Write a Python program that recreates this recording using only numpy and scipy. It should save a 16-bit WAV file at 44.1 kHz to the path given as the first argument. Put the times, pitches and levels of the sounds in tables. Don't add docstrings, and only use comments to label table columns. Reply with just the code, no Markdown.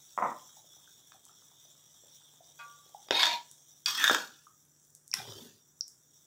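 import sys
import numpy as np
from scipy import signal
from scipy.fft import rfft, irfft, next_fast_len
from scipy.io import wavfile
from scipy.ndimage import uniform_filter1d, map_coordinates

SR = 44100
rng = np.random.default_rng(int(sys.argv[2]) if len(sys.argv) > 2 else 0)


def store_wav(level_fs):
    pcm = np.round(np.clip(np.atleast_2d(level_fs), -1, 1) * 32767)
    wavfile.write(sys.argv[1], SR, pcm.T.astype(np.int16))


N = 276044
T = np.arange(N) / SR


PUSH_MOVE = dict(start=3.115, firmest=3.225, width=0.055, let_go=3.344, fade_db=341)
PUSH_TONE = [(59, -64), (100, -31.5), (302, -21.5), (547, -27), (648, -8.5), (854, -13), (930, 4),
             (1230, -23.5), (2470, -9), (2860, -10), (3700, -2), (4290, -4.5), (9210, -30.5),
             (15000, -30.5), (16000, -45.5)]
PUSH_BANDS = [(-34, 1), (-41, 7), (-35.5, 12)]


def push():
    return amp(-1.5) * scrape(PUSH_MOVE, PUSH_BANDS, PUSH_TONE, slips=4000, catch_db=3.5, ring_db=-4.5)


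SCOOP_MOVE = dict(start=3.868, firmest=4.06, width=.09, let_go=4.131, fade_db=128)
SCOOP_TONE = [(59, -60.5), (100, -20), (308, -20.5), (558, -33), (818, -11), (1130, -5.5), (1650, -5),
              (2220, -19), (3050, -15.5), (3470, -11.5), (4200, -17), (5650, -15.5), (9820, -32.5),
              (15000, -26.5), (16000, -29)]
SCOOP_BANDS = [(-48, 8.1), (-43.5, 15), (-33, 2.5)]


def scoop():
    return amp(-2.5) * scrape(SCOOP_MOVE, SCOOP_BANDS, SCOOP_TONE, slips=3500, catch_db=7, ring_db=-3.5)


def scrape(stroke, bands, tone, slips, catch_db, ring_db):
    catching = amp(catch_db * np.tanh(wobble(150)))
    rasp = grains(slips, scatter_db=4.0) * catching
    rasp = patchy(filtered(rasp, lambda hz: amp(along(tone, hz))), depth_db=5)
    ringing = room(wok(rasp, ring_db), wet_db=-5)
    return room(played(ringing, stroke, bands, [1150, 2400]), wet_db=-15)


CHATTER_MOVE = dict(start=3.985, firmest=4.05, width=.07, let_go=4.222, fade_db=193)
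FREE_HZ, LOADED_HZ, LOADING_S = 1944, 1490, .075


def chatter():
    since_start = np.maximum(T - CHATTER_MOVE["start"], 0)
    hz = LOADED_HZ + (FREE_HZ - LOADED_HZ) * np.exp(-since_start / LOADING_S)
    phase = 2 * np.pi * np.cumsum(hz) / SR
    rough = wobble(280) * np.cos(phase) + wobble(280) * np.sin(phase)
    return room(rough * effort(steady_db=-46, swell_db=18.5, **CHATTER_MOVE), wet_db=-11.5)


# start in seconds, peak in dB before wok and room answer, lowest and highest frequency in Hz.
BLOWS = [(1.12, -42, 700, 5500), (3.086, -37.5, 300, 5000), (3.1086, -8.5, 180, 4200),
         (3.196, -19, 1500, 4030), (3.231, -11, 1100, 4200), (3.237, -12.5, 1947, 4200),
         (3.256, -17.5, 2320, 4500), (3.267, -15.5, 1830, 5040), (3.86, -17.5, 5200, 7500),
         (4.0411, -8.5, 1208, 14000), (4.07, -17.5, 1000, 6050), (4.078, -12.5, 1300, 6500),
         (4.097, -10, 750, 1883), (4.111, -18.5, 200, 800), (4.147, -12.5, 690, 7100)]
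# frequency in Hz, relative gain in dB.
CONTACT_TONE = [(80, -12.5), (250, -7), (800, -4.5), (1600, -1), (2100, -10), (2600, -11.5), (3100, -7.5),
                (3650, 3), (4200, -20.5), (5000, -6.5), (7000, -11), (9500, -22.5), (15500, -13)]


def blows():
    out = np.zeros(N)
    for s, db, low_hz, high_hz in BLOWS:
        hit = pulse(lambda hz: amp(along(CONTACT_TONE, hz)) * below(hz, high_hz) * above(hz, low_hz))
        t = np.arange(len(hit)) / SR
        skid = rng.standard_normal(len(t)) * amp(-60 * t / .014)
        skid = skid / np.linalg.norm(skid)
        hit = hit + amp(3.5) * signal.fftconvolve(hit, skid)[:len(t)]
        hit = amp(db) * hit / np.abs(hit).max()
        add(out, s, room(wok(hit, ring_db=-6.5), wet_db=-5.5))
    return out


# frequency in Hz, width in Hz, relative strength in dB.
WOK_MODES = [(310, 9.9, 6.5), (625, 7.5, 7), (802, 17, 9.5), (937, 16, 4.5), (1270, 14, -4), (1330, 20, 0),
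             (1665, 6, 7), (1706, 30, 8), (2170, 19, 1.5), (2500, 36, 2.5), (3327, 41, 7.5), (3640, 55, 2)]


def wok(x, ring_db):
    def response(hz):
        modes = 0
        for mode_hz, width_hz, db in WOK_MODES:
            damping = 1j * hz * width_hz
            modes = modes + amp(db) * damping / (mode_hz ** 2 - hz ** 2 + damping)
        return 1 + amp(ring_db) * modes
    return filtered(x, response)


# start in seconds, level in dB, attack time constant in seconds, lowest and highest frequency in Hz.
RINGS = [(2.587, -39.5, .005, 600, 2900), (3.859, -26.5, .0004, 2992, 9000)]
# frequency in Hz, relative level in dB, 60 dB decay time in seconds.
BLADE_MODES = [(937, -10, 0.21), (1161, -7.5, .7), (1427, -4.5, .48), (1595, -4, 0.17), (2510, -2.5, 0.15),
               (3330, 2, 0.075), (4698, 12.5, 0.026), (5600, 7.5, 0.029)]


def blade():
    out, t = np.zeros(N), np.arange(SR) / SR
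    for s, db, attack, low_hz, high_hz in RINGS:
        ring = np.zeros(SR)
        for hz, level, t60 in BLADE_MODES:
            strength = above(hz, low_hz) * below(hz, high_hz) * amp(level - 60 * t / t60)
            phase = 2 * np.pi * (hz * t + rng.random()) + .45 * wobble(60)[:SR]
            ring += strength * np.sin(phase)
        rub = filtered(rng.standard_normal(SR), lambda hz: below(hz, 2600) * above(hz, low_hz, order=4))
        rub = unit(rub) * amp(-60 * t / 0.16)
        onset = (1 - np.exp(-t / attack)) ** 3
        add(out, s, amp(db) * (ring + amp(-8.5) * rub) * onset)
    return room(out, wet_db=-4.5)


# start in seconds, level in dB before the room answers.
ROCKS = [(.177, -19.5), (.187, -17.5), (.223, -18.5), (.227, -16.5), (.24, -30), (.263, -22), (.296, -32.5),
         (.317, -30.5)]
SHIFT_MOVE = dict(start=.18, firmest=.247, width=0.027, let_go=0.31, fade_db=223)
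SHIFT_BANDS = [(-47, 10), (-41.5, 10)]
SUPPORT_TONE = [(30, -53.5), (80, -32.5), (230, -11), (420, -16.5), (750, 0.5), (1030, 5.5), (1330, 1),
                (1620, -17), (1950, -8.5), (2650, -28.5)]


def shifting():
    colour = lambda hz: amp(along(SUPPORT_TONE, hz)) * below(hz, 2700, order=14)
    knocks, knock = np.zeros(N), pulse(colour)
    t = np.arange(len(knock)) / SR
    for s, db in ROCKS:
        hum_hz = 1015 + 18 * rng.standard_normal()
        hum = np.sin(2 * np.pi * hum_hz * t) * amp(-60 * t / 0.32)
        add(knocks, s, amp(db) * (knock + amp(-23) * hum))
    grind = room(filtered(grains(rate=1200, scatter_db=3.5), colour), wet_db=-2.5)
    return room(knocks, wet_db=-5.0) + played(grind, SHIFT_MOVE, SHIFT_BANDS, [600])


POUR_MOVE = dict(start=5.148, firmest=5.19, width=.07, let_go=5.436, fade_db=138)
POUR_TONE = [(26, -54), (45, -36), (104, 5), (321, -17.5), (411, 1), (552, -25), (779, -15), (1890, -14.5),
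             (2190, -23.5), (3490, -1.5), (4140, -11.5), (5560, -5), (9320, -20), (14900, -15),
             (16000, -17)]
POUR_BANDS = [(-58.5, 1.5), (-65, 15), (-51.5, 2.8)]


def splash(start=5.1392):
    out, t = np.zeros(N), np.arange(SR // 2) / SR
    burst = rng.standard_normal(len(t)) * amp(-60 * t / 0.017)
    slap = filtered(burst, lambda hz: above(hz, 1080, order=5) * below(hz, 5400, order=1))
    add(out, start, room(amp(-17) * slap, wet_db=-7))
    spray = filtered(grains(rate=1000, scatter_db=3.5), lambda hz: amp(along(POUR_TONE, hz)))
    spray = patchy(room(spray, wet_db=-3.0), depth_db=5.5)
    gurgle = bubbles(5.18, 5.46, count=48, first_hz=1120, last_hz=432, spread=1.33, cycles=12.6)
    return out + played(spray, POUR_MOVE, POUR_BANDS, [500, 2500]) + amp(-46.5) * room(gurgle, wet_db=-4)


# start in seconds, peak in dB before the room answers, initial pitch in Hz.
PLOPS = [(.569, -52.5, 810), (0.875, -53, 1466), (1.145, -55, 730), (1.293, -54, 1260), (2.405, -50.5, 660),
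         (2.946, -37.5, 782), (4.468, -46.5, 1194), (5.115, -27.5, 5326), (5.131, -36, 2380),
         (5.1391, -14, 5260), (5.188, -35, 3600), (5.2, -37.5, 752), (5.322, -37.5, 3520),
         (5.809, -18, 5340)]
PLOP_T60_S, PLOP_SIZE_LAW = .023, .75


def plops():
    out = np.zeros(N)
    for s, db, hz in PLOPS:
        wet_db = -9.5 + 0.19 * max(-26.5 - db, 0)
        t60 = PLOP_T60_S * (1000 / hz) ** PLOP_SIZE_LAW
        plop = np.pad(amp(db) * bubble(hz, t60), (0, SR // 3))
        add(out, s, room(plop, wet_db))
    return out


# start in seconds, level in dB before the bass is removed.
SPITS = [(1.253, -33.5), (3.514, -29.5), (4.799, -47), (4.85, -45), (4.904, -43), (4.951, -30.5),
         (5.079, -31), (5.881, -29.5)]


def spits():
    out = np.zeros(N)
    for s, db in SPITS:
        add(out, s, amp(db) * bubble(hz=6760, t60=0.00056))
    return room(filtered(out, lambda hz: above(hz, 5700, order=4)), wet_db=-5)


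# level in dB, extra at first in dB, drop once stirred in dB.
SIMMER_LEVELS = [(-67.5, 2, 19), (-61, 4.5, 5.5)]
# frequency in Hz, relative gain in dB.
FIZZ_TONE = [(100, -30), (300, -17.5), (750, -10.5), (1550, -16), (2000, -18.5), (2800, -18.5), (3400, 2),
             (3750, 0), (4150, -17), (4850, -16.5), (5800, 4.5), (6250, -4.5), (7500, -4), (9500, -15.5),
             (13500, -15.5), (15400, -8)]
SETTLE_S = 0.76
STIRRED_S, CALMING_S = 3.5, 1.4
REVIVES_S, REVIVING_S = 5.86, 0.56


def simmer():
    fizz = room(grains(rate=4200, scatter_db=9.0), wet_db=-7.5)
    fizz = filtered(fizz, lambda hz: amp(along(FIZZ_TONE, hz)))
    fizz = patchy(fizz, depth_db=3.5) * amp(1.2 * wobble(24))
    brisk = np.exp(-(T / SETTLE_S) ** 2)
    calm = np.clip((T - STIRRED_S) / CALMING_S, 0, 1) - np.clip((T - REVIVES_S) / REVIVING_S, 0, 1)
    seething = np.zeros(N)
    for band, (db, extra_db, drop_db) in zip(registers(fizz, [4600]), SIMMER_LEVELS):
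        seething += band * amp(db + extra_db * brisk - drop_db * calm)
    ticks = bubbles(0, 5.6, count=110, first_hz=9050, last_hz=10000, spread=0.72, cycles=5.3) * amp(-4 * calm)
    pips = bubbles(0, 3.2, count=70, first_hz=4500, last_hz=4400, spread=0.67, cycles=34)
    burble = bubbles(0.26, 3.4, count=46, first_hz=990, last_hz=760, spread=.8, cycles=7)
    return seething + room(amp(-42.5) * ticks, wet_db=-4) + room(amp(-53.5) * (pips + burble), wet_db=-2)


# frequency in Hz, relative gain in dB.
AIR_TONE = [(25, -36.5), (60, -12.5), (140, -2), (200, -8.5), (310, -8.5), (600, -16.5), (900, -19),
            (1600, -17.5), (2500, -29.5)]


def background():
    air = unit(filtered(rng.standard_normal(N), lambda hz: amp(along(AIR_TONE, hz))))
    hum_hz = 147.5 + 0.79 * wobble(11)
    hum = np.sin(2 * np.pi * np.cumsum(hum_hz) / SR) * amp(3.2 * wobble(2.5))
    return amp(-74.5) * air + amp(-77) * hum


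# frequency in Hz, 60 dB decay time in seconds.
KITCHEN_DECAY = [(150, 0.44), (1000, 0.31), (4000, 0.26), (9000, 0.37), (16000, .18)]


def room(x, wet_db):
    hz, t, z = signal.stft(rng.standard_normal(SR // 2), SR, nperseg=256)
    decay = amp(-60 * t / along(KITCHEN_DECAY, hz)[:, None])
    tail = signal.istft(z * decay, SR, nperseg=256)[1]
    tail = np.pad(tail / np.linalg.norm(tail), (SR // 200, 0))
    return x + amp(wet_db) * signal.fftconvolve(x, tail)[:len(x)]


def bubble(hz, t60):
    t = np.arange(int(2 * t60 * SR) + 2) / SR
    pitch = hz * (1 + 0.21 * np.minimum(t / t60, 1))
    onset = 1 - np.exp(-(t / (0.071 * t60)) ** 2)
    ring = np.sin(2 * np.pi * np.cumsum(pitch) / SR) * amp(-60 * t / t60) * onset
    return ring / np.abs(ring).max()


def bubbles(start, end, count, first_hz, last_hz, spread, cycles):
    out = np.zeros(N)
    for when, size, strength in rng.random((count, 3)):
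        typical_hz = first_hz * (last_hz / first_hz) ** when
        hz = typical_hz * 2 ** (spread * (2 * size - 1))
        add(out, start + when * (end - start), amp(-14 * strength) * bubble(hz, cycles / hz))
    return out


def grains(rate, scatter_db):
    size = amp(scatter_db * np.clip(rng.standard_normal(N), -2, 1))
    present = rng.random(N) < rate / SR
    return unit(present * size * rng.choice([-1, 1], N))


def patchy(x, depth_db):
    z = signal.stft(x, nperseg=1024)[2]
    field = uniform_filter1d(rng.standard_normal(z.shape), size=4, axis=0)
    field = uniform_filter1d(field, size=5, axis=1)
    return signal.istft(z * amp(depth_db * unit(field)), nperseg=1024)[1][:N]


SWELL_SHAPE = 1.5


def effort(steady_db, swell_db, start, firmest, width, let_go, fade_db):
    force = np.exp(-np.abs((T - firmest) / width) ** SWELL_SHAPE)
    level_db = steady_db + swell_db * force - fade_db * np.maximum(T - let_go, 0)
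    return amp(level_db) * np.clip((T - start) / .008 + .5, 0, 1)


def played(x, movement, bands, splits_hz):
    out = np.zeros(N)
    for band, (db, swell_db) in zip(registers(x, splits_hz), bands):
        out += band * effort(db, swell_db, **movement)
    return out


def registers(x, splits_hz):
    bands = []
    for top_hz in [*splits_hz, SR]:
        band = filtered(x, lambda hz: below(hz, top_hz, order=8))
        x = x - band
        bands.append(unit(band))
    return bands


def pulse(gain, size=16384):
    cepstrum = irfft(np.log(np.maximum(gain(np.fft.rfftfreq(size, 1 / SR)), 1e-6)))
    cepstrum[1:size // 2] *= 2
    cepstrum[size // 2 + 1:] = 0
    x = irfft(np.exp(rfft(cepstrum)))
    return x / np.abs(x).max()


def wobble(rate):
    return map_coordinates(rng.standard_normal(int(N * rate / SR) + 4), [T * rate])


def filtered(x, response):
    m = next_fast_len(len(x) + SR // 2)
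    return irfft(rfft(x, m) * response(np.fft.rfftfreq(m, 1 / SR)), m)[:len(x)]


def below(hz, corner_hz, order=2):
    return 1 / np.sqrt(1 + (hz / corner_hz) ** (2 * order))


def above(hz, corner_hz, order=2):
    return below(corner_hz, hz + 1, order)


def along(points, hz):
    f, v = np.transpose(points)
    return np.interp(np.log(hz + 1), np.log(f + 1), v)


def amp(db):
    return 10 ** (np.asarray(db) / 20)


def unit(x):
    return x / np.sqrt(np.mean(x ** 2) + 1e-20)


def add(track, s, x):
    part = track[round(s * SR):][:len(x)]
    part += x[:len(part)]


def scene():
    spatula = push() + scoop() + chatter() + blows() + blade()
    soup = splash() + plops() + spits() + simmer()
    mono = spatula + shifting() + soup + background()
    return np.array([mono, mono])


def record(dry):
    thin = signal.sosfilt(signal.butter(2, 35, "high", fs=SR, output="sos"), dry)
    return np.array([filtered(x, lambda hz: below(hz, 15650, order=90)) for x in thin])


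dry = scene()
out = record(dry)
store_wav(out)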